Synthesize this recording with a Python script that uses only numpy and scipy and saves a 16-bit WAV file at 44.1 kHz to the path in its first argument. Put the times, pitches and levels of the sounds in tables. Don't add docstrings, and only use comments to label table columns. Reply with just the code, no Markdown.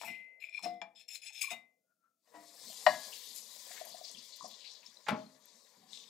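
import sys
import numpy as np
from scipy import signal
from scipy.fft import rfft, irfft, next_fast_len
from scipy.io import wavfile
from scipy.ndimage import uniform_filter1d, map_coordinates

SR = 44100
rng = np.random.default_rng(int(sys.argv[2]) if len(sys.argv) > 2 else 0)


def invert_db(level):
    return 10 ** (np.asarray(level, dtype=float) / 20)


def persist_wave(psi):
    counts = np.round(np.clip(psi, -1, 1) * 32767).astype(np.int16)
    wavfile.write(sys.argv[1], SR, np.atleast_2d(counts).T)


N = 268646
TIME = np.arange(N) / SR

BLADE_GROUPS = (2430, 4500, 9000)
# pitch in Hz, width in Hz, level in dB.
BLADE_PRESSED = [(2470, 240, 1.5), (3506, 250, -5), (4150, 70, -9.5), (5110, 60, -5.5), (5360, 92, -5),
                 (6500, 150, -7.5), (7000, 100, -9.5), (7320, 26, -6.5), (7810, 21, -7.5), (8940, 140, -10),
                 (10160, 150, -7.5), (11773, 570, -12.5), (13000, 260, -14.5), (15020, 165, -17)]
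# pitch in Hz, width in Hz.
BLADE_VALLEYS = [(4650, 150), (6080, 350), (8350, 200), (9400, 450), (10850, 250), (13600, 300)]
# start in seconds, length in seconds, level in dB, low modes in dB, top modes in dB relative to it.
STROKES = [
    (0.403, 0.1, -58.5, 10, -5),
    (0.467, 0.15, -63, -3, -12),
    (0.542, 0.088, -50, -10, -14),
    (0.626, 0.048, -40.5, -5.5, -7.5),
    (0.955, 0.115, -54, -8.5, -9),
    (1.083, 0.13, -46.5, -4, -1),
    (1.5, .04, -70, -4, -3),
    (1.2185, 0.12, -46.5, -1, -3.5),
    (1.325, 0.14, -47, -2, -4),
    (0.046, 0.072, -58.5, 15.5, 6),
]
# start in seconds, length in seconds, level in dB, low modes in dB, top modes in dB relative to it.
JOLTS = [
    (0., 0.055, -56.5, -2, -5.5),
    (0.09, 0.73, -60.5, 14, -1),
    (0.65, 0.27, -51.5, -26, -11),
    (1.411, 0.11, -42.5, 2, 8),
    (1.506, 0.03, -50.5, 7.5, 6),
]
# peak time in seconds, level in dB, fall in dB per second.
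SCUFFS = [
    (.018, -52, 150),
    (.06, -59.5, 170),
    (.645, -57.5, 226),
    (1.158, -53.5, 500),
    (1.425, -49, 300),
    (1.515, -52, 330),
]
# start in seconds, peak in dB, tilt in dB per octave.
TICKS = [(0.0136, -36, -13), (.021, -49, -5), (.034, -45, -9), (0.045, -47, -12), (.422, -65, 3.5),
         (0.438, -52.5, 2.5), (.495, -47, 0.5), (.578, -46, -2.5), (0.593, -43.5, 3), (.626, -51.5, -4),
         (.9512, -66, -10), (.979, -54.5, -2.5), (.996, -47, 6), (1.086, -52.5, -4.5), (1.156, -34, -0.5),
         (1.161, -39, 3), (1.234, -42, 1.5), (1.263, -43.5, -3.5), (1.303, -41.5, 0), (1.346, -51, 3),
         (1.377, -44.5, 1.5), (1.4175, -27.5, 1.5), (1.425, -33, 2.5), (1.4295, -28, 0.5), (1.432, -35, 0),
         (1.497, -41.5, -3.5), (1.5065, -31.5, -6), (1.517, -37.5, 2)]
# start in seconds, peak in dB, length in ms.
SLIPS = [(0.4226, -42.5, 3.5), (0.428, -44, 1.7), (0.432, -52.5, 3), (0.438, -41, 2.4), (0.4418, -34, 2.3),
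         (0.4466, -42.5, 2.6), (0.47, -45, 3.4), (0.488, -43.5, 2.4), (0.493, -45.5, 3.6), (.51, -56, 3.5),
         (0.5273, -46, 4), (0.539, -43.5, 2.3), (0.5473, -31.5, 5.4), (0.55, -42.5, 4.6),
         (0.5557, -46.5, 4.4), (0.5669, -43.5, 3.1), (0.5714, -46.5, 3.5), (0.5776, -34, 5.1),
         (0.5837, -37.5, 2.2), (1.4166, -32, 3.5), (1.4305, -39, 1.9), (1.439, -34.5, 1.9),
         (1.4449, -31, 2.5), (1.45, -39.5, 4.4), (1.4717, -35.5, 5)]
# start in seconds, peak in dB, pitch in Hz.
BITES = [
    (0.637, -42, 5450),
    (0.643, -37, 5420),
    (.652, -42.5, 5440),
    (0.657, -49.5, 5310),
    (0.9512, -65, 5110),
    (0.9785, -54, 3440),
    (1.088, -40.5, 5360),
    (1.156, -43, 4150),
    (1.418, -32.5, 4970),
    (1.5045, -41, 3600),
]
# start in seconds, peak in dB, pitch in Hz, length in ms.
PLATE_NUDGES = [
    (0.015, -38.5, 900, 1.5),
    (0.02, -53, 940, 3.7),
    (0.035, -40, 920, 2.1),
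    (0.593, -48, 1060, 1.6),
    (0.598, -67, 816, 20),
    (1.304, -64.5, 830, 5.5),
    (1.439, -49.5, 1115, 5.7),
    (1.482, -51.5, 1077, 7.4),
]
# pitch in Hz, width in Hz, level in dB.
PLATE_HUM = [(720, 90, 0.5), (790, 40, -4.5), (1760, 200, 3)]
# start in seconds, level in dB under 300 Hz, near 700 Hz, near 2 kHz
# and above 4 kHz, contact in ms.
TAPS = [
    (.072, -61, -36, -35, -64, 20),
    (.652, -60, -36.5, -50.5, -62, 8.2),
    (1.507, -38.5, -28, -41, -45.5, 26.6),
]
# pitch in Hz, level in dB, time to fade 60 dB in seconds.
BLADE_FREE = [(720, -15, 0.29), (671, -8.5, 0.078), (238, -28.5, 0.74), (2054, -7, 0.91),
              (2332, -11.5, 0.63), (2690, -12.5, 0.082), (2837, 1, 0.17), (3714, 1, 0.24), (5100, 7, 0.07),
              (6160, -1, .09), (7000, -7.5, 0.12), (7670, -16.5, .17), (12770, -10, 0.2),
              (13910, -10.5, 0.1)]
# start in seconds, level in dB under 300 Hz, near 700 Hz, near 2 kHz
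# and above 4 kHz, contact in ms.
DABS = [
    (.0135, -81, -55, -57, -61, 1.2),
    (.0205, -66, -57, -54, -74, 1),
    (.0335, -67, -47.5, -52, -69.5, 1.9),
    (.8162, -45, -44.5, -44.5, -44.5, 0.3),
]
# pitch in Hz, level in dB, time to fade 60 dB in seconds.
BLADE_DOWN = [(197, -14, 0.18), (674, 0.5, 0.13), (844, -1.5, 0.15), (1257, -28, 0.11), (1600, -8.5, 0.033),
              (1830, -6.5, 0.049), (2360, 3.5, 0.092), (3420, 4, 0.023), (5300, -7, 0.084),
              (7100, -12.5, 0.037)]
# start in seconds, level in dB under 300 Hz, near 700 Hz, near 2 kHz
# and above 4 kHz, contact in ms.
DROPS = [
    (.63, -60, -36.5, -33, -66.5, 36),
    (.654, -49.5, -32, -44, -63.5, 15),
]
# pitch in Hz, level in dB, time to fade 60 dB in seconds.
PLATE_LOADED = [(186, -8.5, 0.54), (246, -5, 0.29), (329, -5.5, 0.32), (483, -11.5, 0.28),
                (626, -10.5, 0.22), (708, -3, 0.29), (761, -12.5, 0.32), (880, -12.5, 0.067),
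                (1148, -14.5, .15)]
# start in seconds, level in dB under 300 Hz, near 700 Hz, near 2 kHz
# and above 4 kHz, contact in ms.
SPRINGS = [
    (.045, -90, -88.5, -53, -49.5, 25.2),
]
# pitch in Hz, level in dB, time to fade 60 dB in seconds.
SHIMMER = [(4200, -12, .35), (5600, -3.5, 0.22), (7380, -7, .12), (9240, 0, 0.16), (9900, -6, .12),
           (11070, -15.5, .15), (12900, 3, .14), (13340, 3, .14), (12770, -11, .4), (15230, -2.5, .1),
           (15700, -14.5, .1)]

# pitch in Hz, level in dB per Hz.
HUSH = [(30, -44.5), (214, -6.5), (700, -27), (1080, -40.5), (2500, -34), (6770, -21), (7320, -24),
        (15600, -23.5)]
# pitch in Hz, width in Hz, level in dB.
HOLLOW_MODES = [(520, 130, 0), (640, 70, 0)]
# peak time in seconds, level in dB, fall in dB per second, pitch in Hz.
CREAKS = [
    (1.916, -79.5, 397.5, 1423),
    (2.05, -74, 178.5, 1359),
]

# peak time in seconds, level in dB, fall in dB per second.
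BOOMS = [
    (.645, -58, 99),
    (1.53, -64, 259),
    (2.89, -51, 171.5),
    (3.27, -74.5, 28),
    (4.43, -63, 133),
    (5.122, -33.5, 337),
    (5.15, -67.5, 76),
    (5.778, -70, 32),
]
# peak time in seconds, level in dB, fall in dB per second.
PUSHES = [
    (.114, -57.5, 352),
    (2.39, -72.5, 110),
    (2.69, -63.5, 402),
    (3.92, -69.5, 250),
    (4.18, -65, 334),
    (4.88, -76, 150),
    (5.55, -76, 149.2),
]
# pitch in Hz, width in Hz, level in dB.
COUNTER_MODES = [(98, 30, -25), (157, 120, -6), (210, 55, 5), (299, 120, -10.5)]

# time in seconds, bubbling in dB.
FRY = [(2.15, -109), (2.28, -77), (2.394, -67.5), (2.75, -50.5), (2.95, -51), (3.3, -53), (3.43, -56.5),
       (3.76, -53.5), (3.84, -56.5), (4.21, -57), (4.74, -62.5), (4.81, -65), (5.06, -65), (5.38, -74.5),
       (5.45, -64.5), (5.86, -71.5), (6.09, -71)]
# pitch in Hz, level in dB per Hz.
FRY_COLOUR = [(1500, -30.5), (2000, -9), (2750, -10), (3610, 1.5), (4090, 4.5), (7240, -0.5), (10200, -9.5),
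              (15600, -12)]
# peak time in seconds, bubbling in dB, spray in dB, fall in dB per second.
FLARES = [
    (3.369, -50.5, -49.5, 159),
    (4.249, -56, -62, 157),
    (4.36, -61.5, -73.5, 51),
    (4.87, -58.5, -73, 358),
    (5.17, -63.5, -80, 49.5),
    (5.93, -56, -70, 71),
    (6.011, -71.5, -71.5, 156.5),
]
# start in seconds, peak in dB, pitch in Hz, cycles.
BUBBLES = [
    (4.148, -46, 3240, 25.4),
    (4.7093, -54.5, 5230, 34),
    (4.8616, -47, 5400, 68),
    (4.971, -47.5, 4020, 25),
    (5.261, -58.5, 4170, 68),
    (5.9332, -36, 3720, 11),
]
# start in seconds, peak in dB, pitch in Hz, cycles.
SPITS = [
    (3.0402, -36, 7000, 2.2),
    (3.3564, -35.5, 10500, 2.5),
    (3.363, -26.5, 10500, 2.8),
    (2.742, -38.5, 11000, 2.9),
    (4.097, -38, 6000, 7.2),
    (4.116, -33, 9000, 2.5),
    (4.3625, -40.5, 11000, 3),
    (5.4575, -45.5, 12000, 13.5),
]
# start in seconds, peak in dB, centre in Hz, fade in ms.
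SPLUTTERS = [(3.12, -42, 3000, 27), (3.3, -45, 4000, 31), (2.689, -48, 3300, 60), (3.678, -44, 7000, 31),
             (3.705, -45, 8350, 21), (3.85, -43.5, 12100, 24), (3.883, -45, 11100, 14),
             (3.907, -45.5, 4120, 44), (3.973, -41.5, 7400, 15), (4.0356, -39.5, 4760, 58),
             (4.116, -41, 7500, 13.4), (4.148, -42, 3260, 24), (4.179, -37, 4760, 15.3),
             (4.24, -49, 11370, 12), (4.3193, -38, 4300, 28), (4.329, -44.5, 7000, 12),
             (4.417, -41.5, 5300, 52), (4.419, -48.5, 7300, 63), (4.489, -48.5, 4000, 110),
             (4.54, -47, 5230, 14.5), (4.584, -50, 3035, 45), (4.617, -43, 4100, 88),
             (4.629, -51.5, 2500, 36), (4.7073, -36.5, 5100, 23), (4.817, -48, 2500, 22.5),
             (5.93, -46.5, 3650, 100), (3.71, -52, 13600, 23), (4.361, -47, 13000, 11),
             (4.472, -50.5, 13000, 25), (4.86, -50.5, 6500, 24), (5.971, -49.5, 6060, 40),
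             (6.01, -49, 4330, 27)]

# time in seconds, level in dB.
SHUFFLE = [(2.2, -120), (2.26, -85), (2.35, -68), (2.5, -73.5), (2.84, -67), (3.08, -64), (3.23, -75.5),
           (3.8, -67.5), (4.24, -76.5), (5.05, -74.5), (5.36, -76.5), (6.09, -76)]
# pitch in Hz, width in Hz, level in dB.
SHUFFLE_MODES = [
    [(484, 66, -5), (578, 87, 4.5), (756, 56, -4)],
    [(1022, 110, 12.5), (1110, 34, 0)],
    [(1780, 130, -5), (1930, 640, 10)],
]
# peak time in seconds, level in dB, fall in dB per second.
SKIDS = [
    (3.77, -57.5, 129),
]
# start in seconds, peak in dB, pitch in Hz, length in ms.
ROCKS = [
    (2.699, -53.5, 652, 22),
    (3.708, -50.5, 684, 12.4),
    (3.813, -38.5, 657, 15.5),
    (3.871, -44.5, 750, 4.4),
    (3.945, -44, 677, 13),
    (4.013, -44, 652, 11),
    (4.409, -42, 1070, 10),
    (4.424, -44, 1060, 15),
    (4.445, -41, 674, 8.9),
    (4.456, -47.5, 668, 6.5),
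]
# start in seconds, level in dB under 300 Hz, near 700 Hz, near 2 kHz
# and above 4 kHz, contact in ms.
KNOCKS = [
    (2.272, -87, -74.5, -82, -75, 2.4),
    (2.864, -52, -18.5, -27, -28, 1),
    (2.931, -31, -49, -43.5, -51.5, 17),
]
# pitch in Hz, level in dB, time to fade 60 dB in seconds.
SKILLET = [(605.4, 4, 0.1), (623, 8.5, 0.11), (721, 2.5, 0.079), (950, -5, 0.075), (1018.5, -5.5, 0.082),
           (787, -8, 0.11), (1116, -8.5, 0.23), (1510, -6, 0.035), (1677, -13.5, 0.52), (1786, -7.5, 0.27),
           (1886, 5, 0.098), (2060, -8.5, 0.29), (2470, -9.5, .1), (2924, -4, 0.11)]
# start in seconds, level in dB under 300 Hz, near 700 Hz, near 2 kHz
# and above 4 kHz, contact in ms.
RIM_KNOCKS = [
    (2.864, -89, -59.5, -46, -38.5, 1.3),
]
# pitch in Hz, level in dB, time to fade 60 dB in seconds.
SKILLET_RIM = [(4100, 1.5, 0.1507), (3990, 0.5, 0.19), (3990, -1.5, 0.2), (4420, -4.5, 0.19),
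               (4560, -3, 0.17), (4678, -5, 0.39), (5460, -3, 0.16), (7300, -6, 0.075)]
# start in seconds, level in dB under 300 Hz, near 700 Hz, near 2 kHz
# and above 4 kHz, contact in ms.
GRATE_BUMPS = [
    (2.336, -57, -51, -61.5, -58, 33.5),
]
# pitch in Hz, level in dB, time to fade 60 dB in seconds.
GRATE = [(306.4, -0.5, 0.65), (688.2, -2, 0.69), (970, 6.5, 0.17), (1933, 6.5, 0.29)]

# start in seconds, level in dB under 300 Hz, near 700 Hz, near 2 kHz
# and above 4 kHz, contact in ms.
SLAPS = [
    (5.064, -89, -52.5, -38.5, -46.5, 11),
    (5.083, -71.5, -36, -25.5, -32, 4.3),
    (5.108, -20.5, -32, -39, -42, 30),
]
# pitch in Hz, level in dB, time to fade 60 dB in seconds.
PLATE = [(222.6, -15, 0.2), (435.7, -17, 0.13), (628, -2, 0.38), (846, 1.5, 0.074), (1060, -26, 0.201),
         (1620, -22, 0.12), (1960, -20, 0.08), (2500, -17, 0.062)]
# pitch in Hz, level in dB per Hz.
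SLAP_AIR = [(88, -47.5), (150, -14.5), (1570, -1.5), (2650, -34.5), (3910, -21), (6110, -28), (9000, -30),
            (15500, -38.5)]
# start in seconds, peak in dB, fade in ms.
SLAP_CRACKS = [
    (5.071, -46, 4.6),
    (5.081, -28.5, 5.87),
    (5.086, -19.5, 4.2),
    (5.091, -22.5, 7),
    (5.105, -27, 4.38),
]
# time in seconds, left over right in dB.
SLAP_PAN = [
    (5.07, -8.5),
    (5.1, 15),
    (5.125, 8.5),
    (5.2, 17),
]
# pitch in Hz, time to fade 60 dB in seconds.
ROOM_T60 = [(200, .45), (1500, 0.26), (12000, 0.056)]


def unit(x):
    return x / np.sqrt(np.mean(x ** 2))


def steady(x, seconds):
    return x / np.sqrt(uniform_filter1d(x ** 2, int(seconds * SR)) + 1e-12)


def on_log(hz, table):
    points, values = np.transpose(table)
    return np.interp(np.log(hz), np.log(points), values)


def curve(table):
    return np.interp(TIME, *np.transpose(table))


def colour(x, table):
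    size = next_fast_len(len(x))
    gain = invert_db(on_log(np.fft.rfftfreq(size, 1 / SR) + 1, table))
    return irfft(rfft(x, size) * gain, size)[:len(x)]


def high_pass(x, order, hz):
    return signal.sosfilt(signal.butter(order, hz, "high", fs=SR, output="sos"), x)


def resonate(x, hz, width):
    return signal.lfilter(*signal.iirpeak(hz, hz / width, SR), x)


def walk(rate):
    k = int(SR / rate)
    held = np.repeat(rng.standard_normal(N // k + 1), k)
    return 0.88 * uniform_filter1d(uniform_filter1d(held, k), k)[:N]


def bend(x, share, rate=11):
    return map_coordinates(x, [np.arange(N) + np.cumsum(share * walk(rate))], mode="mirror")


def grit(rate, spread_db):
    size = invert_db(spread_db * rng.exponential(size=N)) * rng.standard_normal(N)
    return unit(size * (rng.random(N) < rate / SR))


def add(out, s, sound):
    i = int(s * SR)
    out[i:i + len(sound)] += sound[:N - i]


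def place(x, pan_db):
    left = invert_db(pan_db)
    return 2 * x * np.array([left + 0 * x, 1 + 0 * x]) / (1 + left)


def swells(events, rise_db_s, under_db):
    peaks = [db - np.where(TIME < s, rise_db_s * (s - TIME), fall * (TIME - s)) for s, db, fall in events]
    return np.max(peaks + [under_db + 0 * TIME], axis=0)


def shake(contact, modes, skirt, patchy_db):
    out = 0
    for hz, width, db in modes:
        mode = unit(resonate(resonate(contact, hz, skirt * width), hz, width))
        out = out + invert_db(db + patchy_db * walk(14)) * mode
    return steady(out, 0.1)


def strike(blows, modes, rattle_db, rattle_s, beat_hz, depth, cut_hz=190):
    out, t = np.zeros(N), TIME[:SR // 2, None]
    hz, db, t60 = np.transpose(modes)
    for s, low_db, body_db, mid_db, top_db, ms in blows:
        gain = invert_db(db + on_log(hz, [(280, low_db), (700, body_db), (2100, mid_db), (3500, top_db)]))
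        rise = (1 - np.exp(-t * 4000 / ms)) ** 2
        phase, apart = rng.random((2, len(hz)))
        waver = 1 + depth * np.cos(2 * np.pi * beat_hz * (.5 + apart) * t)
        tones = np.sin(2 * np.pi * (hz * t + 0.18 * phase + np.arange(len(hz)) / 2))
        ring = rise * gain * waver * tones * 1000. ** (-t / t60)
        rattle_colour = [(150, low_db - 24.5), (700, body_db), (2100, mid_db - 5),
                         (5000, top_db - 15.0), (15000, top_db - 52.0)]
        rattle = unit(colour(rng.standard_normal(len(t)), rattle_colour))
        fade = (rise * 1000. ** (-t / (rattle_s + ms / 300)))[:, 0]
        add(out, s, ring.sum(1) + invert_db(max(body_db, mid_db) + rattle_db) * rattle * fade)
    return high_pass(out, 8, cut_hz)


def blips(events, glide):
    out = np.zeros(N)
    for s, db, hz, seconds in events:
        u = np.linspace(0, 1, int(seconds * SR) + 2)
        tone = np.sin(2 * np.pi * hz * seconds * (u + glide * u ** 2 / 2))
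        add(out, s - .001, invert_db(db) * np.sin(np.pi * np.sqrt(u)) ** 2 * tone)
    return out


def kitchen(x, wet_db, pan_db):
    t, echo = TIME[:SR // 2], 0
    for hz in 125 * 2. ** np.arange(8):
        noise = resonate(rng.standard_normal((2, len(t))), hz, hz * 0.46)
        echo = echo + noise * 1000. ** (-t / on_log(hz, ROOM_T60)) * (1 - np.exp(-t / 0.003))
    echo = echo / np.sqrt(np.sum(echo ** 2) / 2)
    shared, apart = invert_db(wet_db) * signal.fftconvolve(x[None], echo, axes=1)[:, :N]
    return place(x + shared, pan_db) + colour(apart, [(2000, -15.5), (12000, -1.5)]) * np.array([[1], [-1]])


def dragging():
    land_s, lift_s = 0.0065, 0.029
    levels = np.full((3, N), -110.)
    shapes = [(row, row[1] * 0.51, -8.5, [-28] * 3) for row in STROKES]
    shapes += [(row, 0.008, -1, -row[1] * np.array((134.5, 192, 297))) for row in JOLTS]
    for (s, length, db, low_db, top_db), rise_s, start_db, ends_db in shapes:
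        times = [-land_s, 0, rise_s, length, length + lift_s]
        for level, share_db, end_db in zip(levels, (low_db, 0, top_db), ends_db):
            shape = np.interp(TIME - s, times, [-40, start_db, 0, end_db, end_db - 35], -99, -99)
            add(level, 0, np.maximum(db + share_db + shape - level, 0))
    return levels


def chatter(levels):
    nearest = [np.argmin(abs(np.log(row[0] / np.array(BLADE_GROUPS)))) for row in BLADE_PRESSED]
    out = 0
    for group, db in enumerate(levels):
        contact = grit(7000, 1.8) * invert_db(3.5 * walk(70))
        modes = [row for row, k in zip(BLADE_PRESSED, nearest) if k == group]
        out = out + bend(shake(contact, modes, 3, 6), .012) * invert_db(db - 3.0)
    return out


def ticks():
    out, t = np.zeros(N), TIME[:SR // 20, None]
    hz, width, db = np.transpose(BLADE_PRESSED)
    damping, crack_s, crack_db = 1.4, .0008, -13
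    for s, peak_db, tilt_db in TICKS:
        mix_db = db + tilt_db * 2 * np.log2(hz / 4000) + 4 * rng.standard_normal(len(hz))
        ring = (invert_db(mix_db) * np.sin(2 * np.pi * hz * t) * np.exp(-np.pi * damping * width * t)).sum(1)
        crack = rng.standard_normal(len(t)) * np.exp(-t[:, 0] / crack_s)
        add(out, s, invert_db(peak_db) * (ring / abs(ring).max() + invert_db(crack_db) * resonate(crack, 6000, 8000)))
    return out


def scrape():
    levels = dragging()
    scuff = grit(9000, 1.8)
    rasp = unit(colour(scuff, [(1500, -30.0), (3000, 4.0), (8000, 1), (15000, -7.5)]))
    rasp = rasp * invert_db(swells(SCUFFS, 500, levels[2] - 17))
    scraped = high_pass(chatter(levels) + rasp + ticks(), 4, 1750)
    for hz, width in BLADE_VALLEYS:
        scraped = scraped - resonate(scraped, hz, width)
    return scraped + shake(scuff, PLATE_HUM, 2.2, 4) * invert_db(levels[1] - 27)


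def slips():
    events = [(s, db, 2402, ms) for s, db, ms in SLIPS] + PLATE_NUDGES + [(*row, 2.1) for row in BITES]
    return blips([(s, db, hz, 3.1 * ms / 1000) for s, db, hz, ms in events], 0)


def free_ring():
    pressed = uniform_filter1d(1. * (TIME > .814) * (TIME < 1.503), size=200)
    held_db = -16 * pressed - 118.5 * np.maximum(TIME - 1.546, 0)
    return strike(TAPS, BLADE_FREE, -11.0, 0.0054, 16, 0.04) * invert_db(held_db)


def spatula():
    dabs = strike(DABS, BLADE_DOWN, -2, 0.071, 27, 0.24)
    drops = strike(DROPS, PLATE_LOADED, -16, 0.0497, 10.0, 0.2, cut_hz=110)
    springs = strike(SPRINGS, SHIMMER, -11.5, .05, 30, .3)
    return scrape() + slips() + free_ring() + dabs + drops + springs


def background():
    hush = invert_db(-90) * np.array([unit(colour(rng.standard_normal(N), HUSH)) for _ in range(2)])
    hollow_db = -76.5 - 8 * TIME - 50 * np.maximum(TIME - 1.82, 0)
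    hollow = invert_db(np.maximum(hollow_db, -100)) * shake(rng.standard_normal(N), HOLLOW_MODES, 1.0, 2.9)
    wobble = 1 + 0.48 * unit(resonate(rng.standard_normal(N), 53, 50))
    creak, sag_hz_s = 0, 198.6
    for s, db, fall, hz in CREAKS:
        since = TIME - s
        phase = 2 * np.pi * (hz - sag_hz_s * since / 2) * since + 1.7 * walk(70)
        creak = creak + invert_db(swells([(s, db, fall)], 311, -150)) * np.sin(phase)
    apart = 0.39 * hush[1] * np.array([[1], [-1]])
    return place(hush[0], 8) + place(hollow, 25) + apart + place(wobble * creak, 15.0)


def counter():
    pushes_db = swells(PUSHES, 201.5, curve(SHUFFLE) - 11.5)
    return invert_db(swells(BOOMS, 798.5, pushes_db)) * shake(rng.standard_normal(N), COUNTER_MODES, 3, 2.5)


def splutters():
    out, t = np.zeros(N), TIME[:SR // 4]
    for s, db, hz, ms in SPLUTTERS:
        pocket = unit(resonate(resonate(rng.standard_normal(len(t)), hz, hz / 3), hz, hz / 3))
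        pocket = pocket * invert_db(5.6 * walk(140)[:len(t)])
        add(out, s, invert_db(db - 8.0) * pocket * (1 - np.exp(-t / 0.011)) * np.exp(-t * 1000 / ms))
    return out


def sizzle():
    fry_db, flares = curve(FRY), np.array(FLARES)
    dries_s, rest_db, flare_rise_db_s = 3.8, -77, 208
    mist_db = fry_db - 4 - 23.5 * np.maximum(TIME - dries_s, 0)
    mist_db = np.where(TIME > dries_s, np.maximum(mist_db, rest_db), mist_db)
    bubbling_db = swells(flares[:, [0, 1, 3]], flare_rise_db_s, fry_db)
    spray_db = swells(flares[:, [0, 2, 3]], flare_rise_db_s, mist_db)
    swell, bubbling, spray = walk(31), np.zeros(N), np.zeros(N)
    for hz in 1400 * 2 ** np.arange(0, 3.55, .17):
        band = unit(resonate(resonate(grit(5000, 1.5), hz, hz / 7), hz, hz / 7))
        chirps = sum(unit(resonate(band, f, f / 30)) * invert_db(4 * walk(25))
                     for f in hz * 2 ** rng.uniform(-.08, .08, 2))
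        band = band + invert_db(-6) * chirps
        flicker_db = 2.9 * swell + 0.5 * walk(9.5) + 2.0 * walk(90)
        swarm = band * invert_db(on_log(hz, FRY_COLOUR) + 10 * np.log10(hz) + flicker_db)
        fine = np.clip(.5 + 1.4 * np.log2(hz / 8400), 0, 1)
        bubbling += np.sqrt(1 - fine) * swarm
        spray += np.sqrt(fine) * swarm
    bubbling = steady(bend(bubbling, .07), 0.21) * invert_db(bubbling_db)
    spray = steady(bend(spray, .07), 0.046) * invert_db(spray_db)
    singles = blips([(s, db, hz, cycles / hz) for s, db, hz, cycles in BUBBLES + SPITS], 0.017)
    return bubbling + spray + singles + splutters()


def shuffle():
    body_db, second_db, rim_db = (curve(SHUFFLE) + db for db in (-0.5, -4, -4.5))
    shaken = 0
    for modes, db in zip(SHUFFLE_MODES, (body_db, second_db, swells(SKIDS, 117, rim_db))):
        contact = grit(1700, 1.4) * invert_db(7.1 * walk(38))
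        shaken = shaken + invert_db(db) * shake(contact, modes, 5, 5.5)
    return shaken + blips([(s, db, hz, ms / 1000) for s, db, hz, ms in ROCKS], 0)


def knocks():
    body = strike(KNOCKS, SKILLET, -3.5, 0.07, 23, 0.3, cut_hz=473)
    rim = strike(RIM_KNOCKS, SKILLET_RIM, -2.5, .08, 26, .2, cut_hz=1500)
    return body + rim + strike(GRATE_BUMPS, GRATE, 0, 0.087, 20, 0.37)


def slap():
    air, t, noise = np.zeros(N), TIME[:SR // 8], rng.standard_normal(N)
    for s, db, ms in SLAP_CRACKS:
        add(air, s + 0.00092, invert_db(db) * (0.434 * np.exp(-t / .0018) + 0.15 * np.exp(-t * 1000 / ms)))
    cracks = colour(air * noise, SLAP_AIR) / np.std(colour(noise, SLAP_AIR))
    stilled_db = -250 * np.maximum(TIME - 5.29, 0)
    return cracks + strike(SLAPS, PLATE, -2.2, 0.075, 12, 0.15) * invert_db(stilled_db)


def scene():
    oil_pan_db = np.interp(TIME, [2.9, 3.4], [12, 17])
    out = kitchen(spatula(), -13.0, 13.0) + background() + kitchen(counter(), -16.0, 9.1)
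    out = out + kitchen(sizzle(), -12.5, oil_pan_db) + kitchen(shuffle(), -9.5, 18)
    return out + kitchen(knocks(), -18, 10.0) + kitchen(slap(), -12.0, curve(SLAP_PAN))


def low_pass(x):
    return signal.sosfilt(signal.butter(12, 15800, fs=SR, output="sos"), x)


def record(dry):
    mid, side = (dry[0] + dry[1]) / 2, (dry[0] - dry[1]) / 2
    side = high_pass(side, 2, 250)
    miked = high_pass(np.array([mid + side, mid - side]), 2, 80)
    miked = signal.sosfilt(signal.ellip(10, .2, 70, 15720, fs=SR, output="sos"), miked)
    return low_pass(miked)


dry = scene()
out = record(dry)
persist_wave(out)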